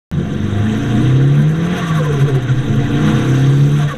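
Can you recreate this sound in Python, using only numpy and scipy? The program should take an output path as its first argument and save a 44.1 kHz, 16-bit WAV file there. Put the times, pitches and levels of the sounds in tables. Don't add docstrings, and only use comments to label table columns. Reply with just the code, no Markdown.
import sys
import numpy as np
from scipy import signal
from scipy.fft import rfft, irfft
from scipy.io import wavfile
from scipy.ndimage import uniform_filter1d

SR = 44100
rng = np.random.default_rng(int(sys.argv[2]) if len(sys.argv) > 2 else 0)


def invert_db(x):
    u = np.asarray(x, float) / 20
    return 10 ** u


def log_audio(samples):
    frames = np.atleast_2d(samples).T
    limited = np.clip(frames, -1, 1)
    pcm = np.round(limited * 32767).astype(np.int16)
    wavfile.write(sys.argv[1], SR, pcm)


N = 175077

# time in seconds, four-stroke cycles in Hz.
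ENGINE_SPEED = [(.12, 21.72), (.35, 23.72), (.6, 25.83), (.85, 28.83), (1.1, 31.97), (1.43, 37.1),
                (1.78, 45.95), (1.87, 41.14), (2.08, 36.47), (2.3, 33.8), (2.5, 31.44), (2.62, 30.95),
                (2.69, 26.4), (2.85, 29.15), (2.92, 28.57), (3.0, 29.96), (3.81, 36.93), (3.97, 34.7)]
# time in seconds, firing tone in dB, other orders in dB.
ENGINE_LOAD = [(.12, -24.5, -28.5), (.32, -30, -22), (.62, -13, -21), (.76, -24, -21), (1.0, -15, -16.5),
               (1.21, -10.5, -18.5), (1.46, -9, -21.5), (1.6, -17.5, -26), (1.8, -22, -21.5),
               (1.95, -15, -36.5), (2.15, -16, -24), (2.6, -31, -26), (2.7, -20.5, -23.5), (3.1, -27, -15),
               (3.35, -9.5, -17), (3.74, -11.5, -23), (3.85, -14, -33.5), (3.89, -23, -52)]
# multiple of the cycle rate, level
# in dB.
OTHER_ORDERS = [(3, -12), (5, -7), (6, -10.5), (7, -5.5), (8, 1.5), (9, -5.5), (10, 0), (11, -10),
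                (12, -6.5), (13, -9.5), (14, -7), (15, -13), (16, -8.5), (17, -14), (18, -15.5), (19, -22),
                (21, -12), (22, -17), (23, -11), (24, -16), (26, -8), (28, -9.5)]
# middle in seconds, pitch in Hz, level in dB.
EXHAUST_BURBLES = [(0.15, 174.7, -17.5), (0.19, 181, -19), (0.179, 140.8, -16.5), (.62, 142, -23),
                   (.93, 141.6, -23), (2.23, 140.3, -6.5), (2.349, 134.8, -11.5), (2.444, 127.5, -13.5),
                   (2.518, 128.9, -9), (2.591, 129.1, -12.5), (2.711, 134.8, -14.5), (2.785, 135.3, -10),
                   (2.86, 141.8, -14.5), (2.947, 135, -15.5), (3.161, 133.1, -13.5), (2.31, 276, -26),
                   (.65, 214, -18), (.71, 216.2, -19), (.45, 98.3, -19), (.96, 211, -18),
                   (1.0, 242.6, -16.5), (3.052, 147.8, -14.5), (3.08, 210.1, -18), (0.439, 214, -19.5),
                   (1.021, 214, -15), (1.403, 214, -15), (3.761, 214, -23)]
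# middle in seconds, pitch in Hz, level in dB.
PANEL_SHUDDERS = [(.3, 705, -45), (.61, 705, -35.5), (.935, 712, -32.5), (.99, 712, -36), (1.96, 695, -34),
                  (2.2, 712, -37.5), (2.3, 695, -34.5), (2.72, 705, -37.5), (2.81, 703, -33.5),
                  (2.88, 705, -36), (2.975, 712, -32), (3.23, 700, -33.5), (3.89, 690, -45),
                  (3.855, 600, -36.5), (.35, 350, -28.5), (.58, 360, -26.5), (.9, 455, -37),
                  (1.22, 470, -28.5), (1.639, 468, -38), (2.68, 452, -30.5), (2.81, 468, -26),
                  (2.95, 466, -24.5), (3.14, 466, -25.5), (3.2, 462, -26), (3.27, 511, -30),
                  (3.47, 470, -30.5), (2.73, 420, -29), (2.72, 330, -25), (0.199, 350, -29.5),
                  (.72, 440, -32), (2.039, 370, -30)]
# pitch in Hz, width in Hz, level in dB.
CABIN_MODES = [(85.7, 17.4, 0), (142.5, 12.8, 5.5), (214, 7.75, 3.5), (278, 26, -2.5), (327, 54.5, -5.5),
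               (460, 86, -6.5), (508.2, 60, -7.5), (700, 18, -13.5), (590, 81, -22.5)]
# time in seconds, level in dB, brightness in dB per octave.
WIND_ROAR = [(.12, -39, -2.5), (.35, -37.5, -1.5), (.7, -33.5, -1), (1, -32, -1), (1.25, -34, -2),
             (1.55, -35, -3), (1.75, -29, -2), (1.95, -31, -2), (2.2, -33, -1.5), (2.45, -35, -3.5),
             (2.6, -35.5, -0.5), (2.85, -32, -1.5), (3.15, -28, -1.5), (3.4, -31.5, 0.5), (3.7, -35.5, 1),
             (3.85, -34.5, -1.5), (3.97, -36.5, -2)]
# frequency in Hz, density in dB per Hz.
WIND_COLOUR = [(320, -6), (550, -25), (707, -1), (860, -15), (1170, -9), (3200, -11), (5140, -19),
               (6250, -24), (15500, -42)]
# time in seconds, level in dB.
WINDOW_BUFFET = [(0.12, -40), (0.13, -35), (0.56, -30), (0.68, -34), (0.97, -26), (1.77, -45), (1.88, -38),
                 (2.01, -42), (2.23, -26), (2.52, -37), (2.55, -24), (2.8, -25), (2.98, -28), (3.97, -37)]
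# middle in seconds, body in dB, thin hiss in dB, half length in seconds.
SURGE_PUFFS = [(1.351, -45, -43, 0.011), (1.405, -50, -43, 0.035), (1.501, -60, -44, 0.027),
               (1.576, -54, -44, 0.027), (1.647, -46, -43, 0.027), (1.78, -35.5, -37, 0.024),
               (1.81, -47, -46, .012), (1.891, -39, -39, 0.026), (1.972, -38.5, -38, 0.03),
               (2.05, -43, -39, 0.018), (2.136, -42, -40, 0.017), (2.214, -39, -39, 0.025),
               (2.292, -37, -39.5, 0.015), (2.356, -37, -38.5, .013), (2.433, -44, -47, 0.014),
               (2.49, -39, -58, .012), (2.589, -37, -49, 0.013), (2.986, -40.5, -58, .025),
               (3.077, -35, -44, 0.037), (3.294, -46, -42, .015), (3.344, -34, -42, 0.012),
               (3.773, -40, -40, 0.029), (3.821, -35.5, -40, 0.021), (3.908, -37, -41.5, 0.029)]
# frequency in Hz, density in dB per Hz.
SURGE_COLOUR = [(500, -58), (1100, 12.5), (1900, 8.5), (3500, 6.5), (7500, -10), (11000, -7.5),
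                (14500, -17.5), (16000, -8)]
# middle in seconds, pitch in Hz, level in dB.
PIPE_NOTES = [(1.788, 700, -27.5), (1.825, 1150, -32.5), (1.83, 1920, -35), (1.879, 688.4, -32),
              (1.903, 1150, -29), (1.984, 1108, -30.5), (2.016, 500, -21), (2.063, 1007, -34),
              (2.102, 460, -18.5), (2.145, 451.3, -25), (2.07, 488, -26), (2.328, 396, -27),
              (1.869, 1150, -37), (1.965, 1150, -40), (1.94, 1534, -43.5), (1.99, 1650, -40),
              (2.15, 1057, -41), (2.188, 411, -24), (2.246, 414, -26), (2.292, 442, -21),
              (2.37, 383.6, -21.5), (2.37, 721, -34), (2.44, 682, -41), (2.444, 319, -37),
              (2.497, 1445, -36), (3.81, 707, -30), (3.834, 1170, -48), (3.891, 1821, -35),
              (3.92, 1150, -32.5), (3.949, 515, -27)]
# centre in Hz, width in
# Hz, gain in dB.
MIC_COLOUR = [(1150, 58, 4), (1535, 335, 5.5), (2380, 530, -2.5), (3803, 182, 9.5), (4280, 130, 3),
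              (4750, 850, -10.5), (6147, 296, 11.5), (8000, 640, 3.5), (936, 90, 3), (11400, 940, 3),
              (4230, 55, -9), (5570, 180, 4),
              (828, 6.5, 9), (1011, 7.2, 7), (1404, 60, 2.5), (1574, 18, 5.5), (1806, 21, 4.5),
               (1983, 35, 4.5), (2545, 27, 3.5), (2745, 63, 2.5), (3260, 130, 5.5), (3500, 4.3, 2),
               (3640, 4.5, 11), (1272, 45, -5.5)]


def unit(x):
    return x / np.sqrt(np.mean(x ** 2) + 1e-20)


def in_time(rows):
    s, *columns = np.transpose(rows)
    return [np.interp(np.arange(N) / SR, s, column) for column in columns]


def drift(rate_hz):
    r = np.exp(-80 * np.pi * rate_hz / SR)
    chance = rng.standard_normal(N // 40 + 2002)
    slow = signal.lfilter([1], [1, -2 * r, r * r], chance)[2000:]
    return np.interp(np.arange(N) / 40, np.arange(len(slow)), unit(slow))


def resonance(x, hz, width_hz):
    r = np.exp(-np.pi * width_hz / SR)
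    poles = [1, -2 * r * np.cos(2 * np.pi * hz / SR), r * r]
    return signal.lfilter([(1 - r * r) / 2, 0, (r * r - 1) / 2], poles, x)


def double_resonance_noise(hz, width_hz):
    once = resonance(rng.standard_normal(N), hz, width_hz)
    return resonance(once, hz, width_hz)


def cabin(x):
    out = 0
    for k, (hz, width_hz, db) in enumerate(CABIN_MODES):
        out = out + (-1) ** k * invert_db(db) * resonance(x, hz, width_hz)
    return out


def whistle(s, hz, db, length_s, sag=0, waver=0):
    near = slice(max(int((s - 5 * length_s) * SR), 0), int((s + 5 * length_s) * SR))
    u = (np.arange(N)[near] / SR - s) / length_s
    pitch_hz = hz * (1 - sag * u / 2 + (waver + np.zeros(N))[near])
    phase = 2 * np.pi * np.cumsum(pitch_hz) / SR
    out = np.zeros(N)
    out[near] = invert_db(db) * np.exp(-u * u / 2) * np.sqrt(2) * np.sin(phase)
    return out


def air(colour, patchy_db, together_db, tilt_db=0):
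    hz, density_db = np.transpose(colour)
    grid = np.fft.rfftfreq(N, 1 / SR) + 1
    colour_gain = invert_db(np.interp(np.log(grid), np.log(hz), density_db))
    noise = irfft(rfft(rng.standard_normal((2, N))) * colour_gain, N)
    together = together_db * (drift(6.7) + drift(36))
    edges = 400 * 2 ** (np.arange(17) / 3)
    out = 0
    for k, (low, high) in enumerate(zip(edges, edges[1:])):
        sos = signal.butter(2, [low, high], "band", fs=SR, output="sos")
        band = signal.sosfilt(sos, noise[k % 2])
        alone = patchy_db * (0.5 + k / 10) * drift(28.0)
        brightness = tilt_db * max(np.log2(low / 2000), 0)
        out = out + band * invert_db(together + alone + brightness)
    return out / noise.std()


def engine():
    (cycle_hz,) = in_time(ENGINE_SPEED)
    firing_db, others_db = in_time(ENGINE_LOAD)
    cycle = 2 * np.pi * np.cumsum(cycle_hz) / SR
    firing = np.sqrt(2) * invert_db(firing_db + 1.6 * drift(12)) * np.sin(4 * cycle)
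    orders = 0
    for k, db in OTHER_ORDERS:
        wobble_db = 2.0 * drift(4)
        orders = orders + invert_db(db + wobble_db) * np.sin(int(k) * cycle + rng.uniform(0, 2 * np.pi))
    others = cabin(invert_db(others_db + 3) * orders)
    burbles = sum(whistle(s, hz, db, length_s=0.024) for s, hz, db in EXHAUST_BURBLES)
    shudders = sum(whistle(s, hz, db, length_s=0.026) for s, hz, db in PANEL_SHUDDERS)
    return firing + burbles + shudders + others, 4 * cycle


def road_and_wind(firing_phase):
    roar_db, tilt_db = in_time(WIND_ROAR)
    rumble_db = -25 + 0.38 * (roar_db - roar_db.mean()) + 2.0 * drift(24)
    rumble = unit(cabin(rng.standard_normal(N))) * invert_db(rumble_db)
    roar = air(WIND_COLOUR, patchy_db=1.47, together_db=0.18, tilt_db=tilt_db) * invert_db(roar_db + 1.5)
    roar = roar * (1 + 0.038 * np.sin(firing_phase))
    buffet = double_resonance_noise(hz=20, width_hz=8)
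    buffet = buffet / np.sqrt(uniform_filter1d(buffet ** 2, size=4000) + 1e-12)
    (buffet_db,) = in_time(WINDOW_BUFFET)
    return rumble + roar + buffet * invert_db(buffet_db)


def surge_puffs():
    t = np.arange(N) / SR
    s, body_db, hiss_db, half_s = np.transpose(SURGE_PUFFS)
    opening = np.exp(-np.abs((t[:, None] - s) / half_s) ** 4)
    blow = air(SURGE_COLOUR, patchy_db=1.0, together_db=1.03) * invert_db(3.5)
    body = signal.sosfilt(signal.butter(4, 6000, "low", fs=SR, output="sos"), blow)
    hiss = signal.sosfilt(signal.butter(4, 6000, "high", fs=SR, output="sos"), blow)
    return body * (opening @ invert_db(body_db)) + hiss * (opening @ invert_db(hiss_db))


def pipe_notes():
    waver = 0.022 * drift(70)
    notes = sum(whistle(s, hz, db, 0.014, sag=0.07, waver=waver) for s, hz, db in PIPE_NOTES)
    return notes * invert_db(2.5 * drift(58))


def turbine():
    middle_s, length_s = 3.53, 0.17
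    t = np.arange(N) / SR
    tone = unit(double_resonance_noise(hz=4560, width_hz=170))
    return tone * invert_db(-42) * np.exp(-((t - middle_s) / length_s) ** 4)


def scene():
    engine_sound, firing_phase = engine()
    surge = surge_puffs() + pipe_notes() + turbine()
    return (engine_sound + road_and_wind(firing_phase) + surge)[None]


def low_pass(x):
    return signal.sosfilt(signal.butter(12, 15250, fs=SR, output="sos"), x)


def record(dry):
    mirrored = np.hstack([dry, dry[:, ::-1]])
    grid = np.fft.rfftfreq(2 * N, 1 / SR)
    colour_db = sum(db * np.exp(-((grid - hz) / width_hz) ** 2 / 2)
                    for hz, width_hz, db in MIC_COLOUR)
    x = irfft(rfft(mirrored) * invert_db(colour_db), 2 * N)[:, :N]
    limit = 1.1
    x = limit * np.tanh(x / limit)
    x = signal.sosfilt(signal.cheby2(12, 60, 16600, fs=SR, output="sos"), x)
    start_s, fade_s = 0.1145, 0.0059
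    since = np.arange(N) / SR - start_s
    fade = np.clip(0.075 + since / fade_s, 0, 1)
    click = 0.15 * np.exp(-np.abs(since) / 0.0015)
    return low_pass((since > 0) * (x * fade + click))


dry = scene()
out = record(dry)
log_audio(out)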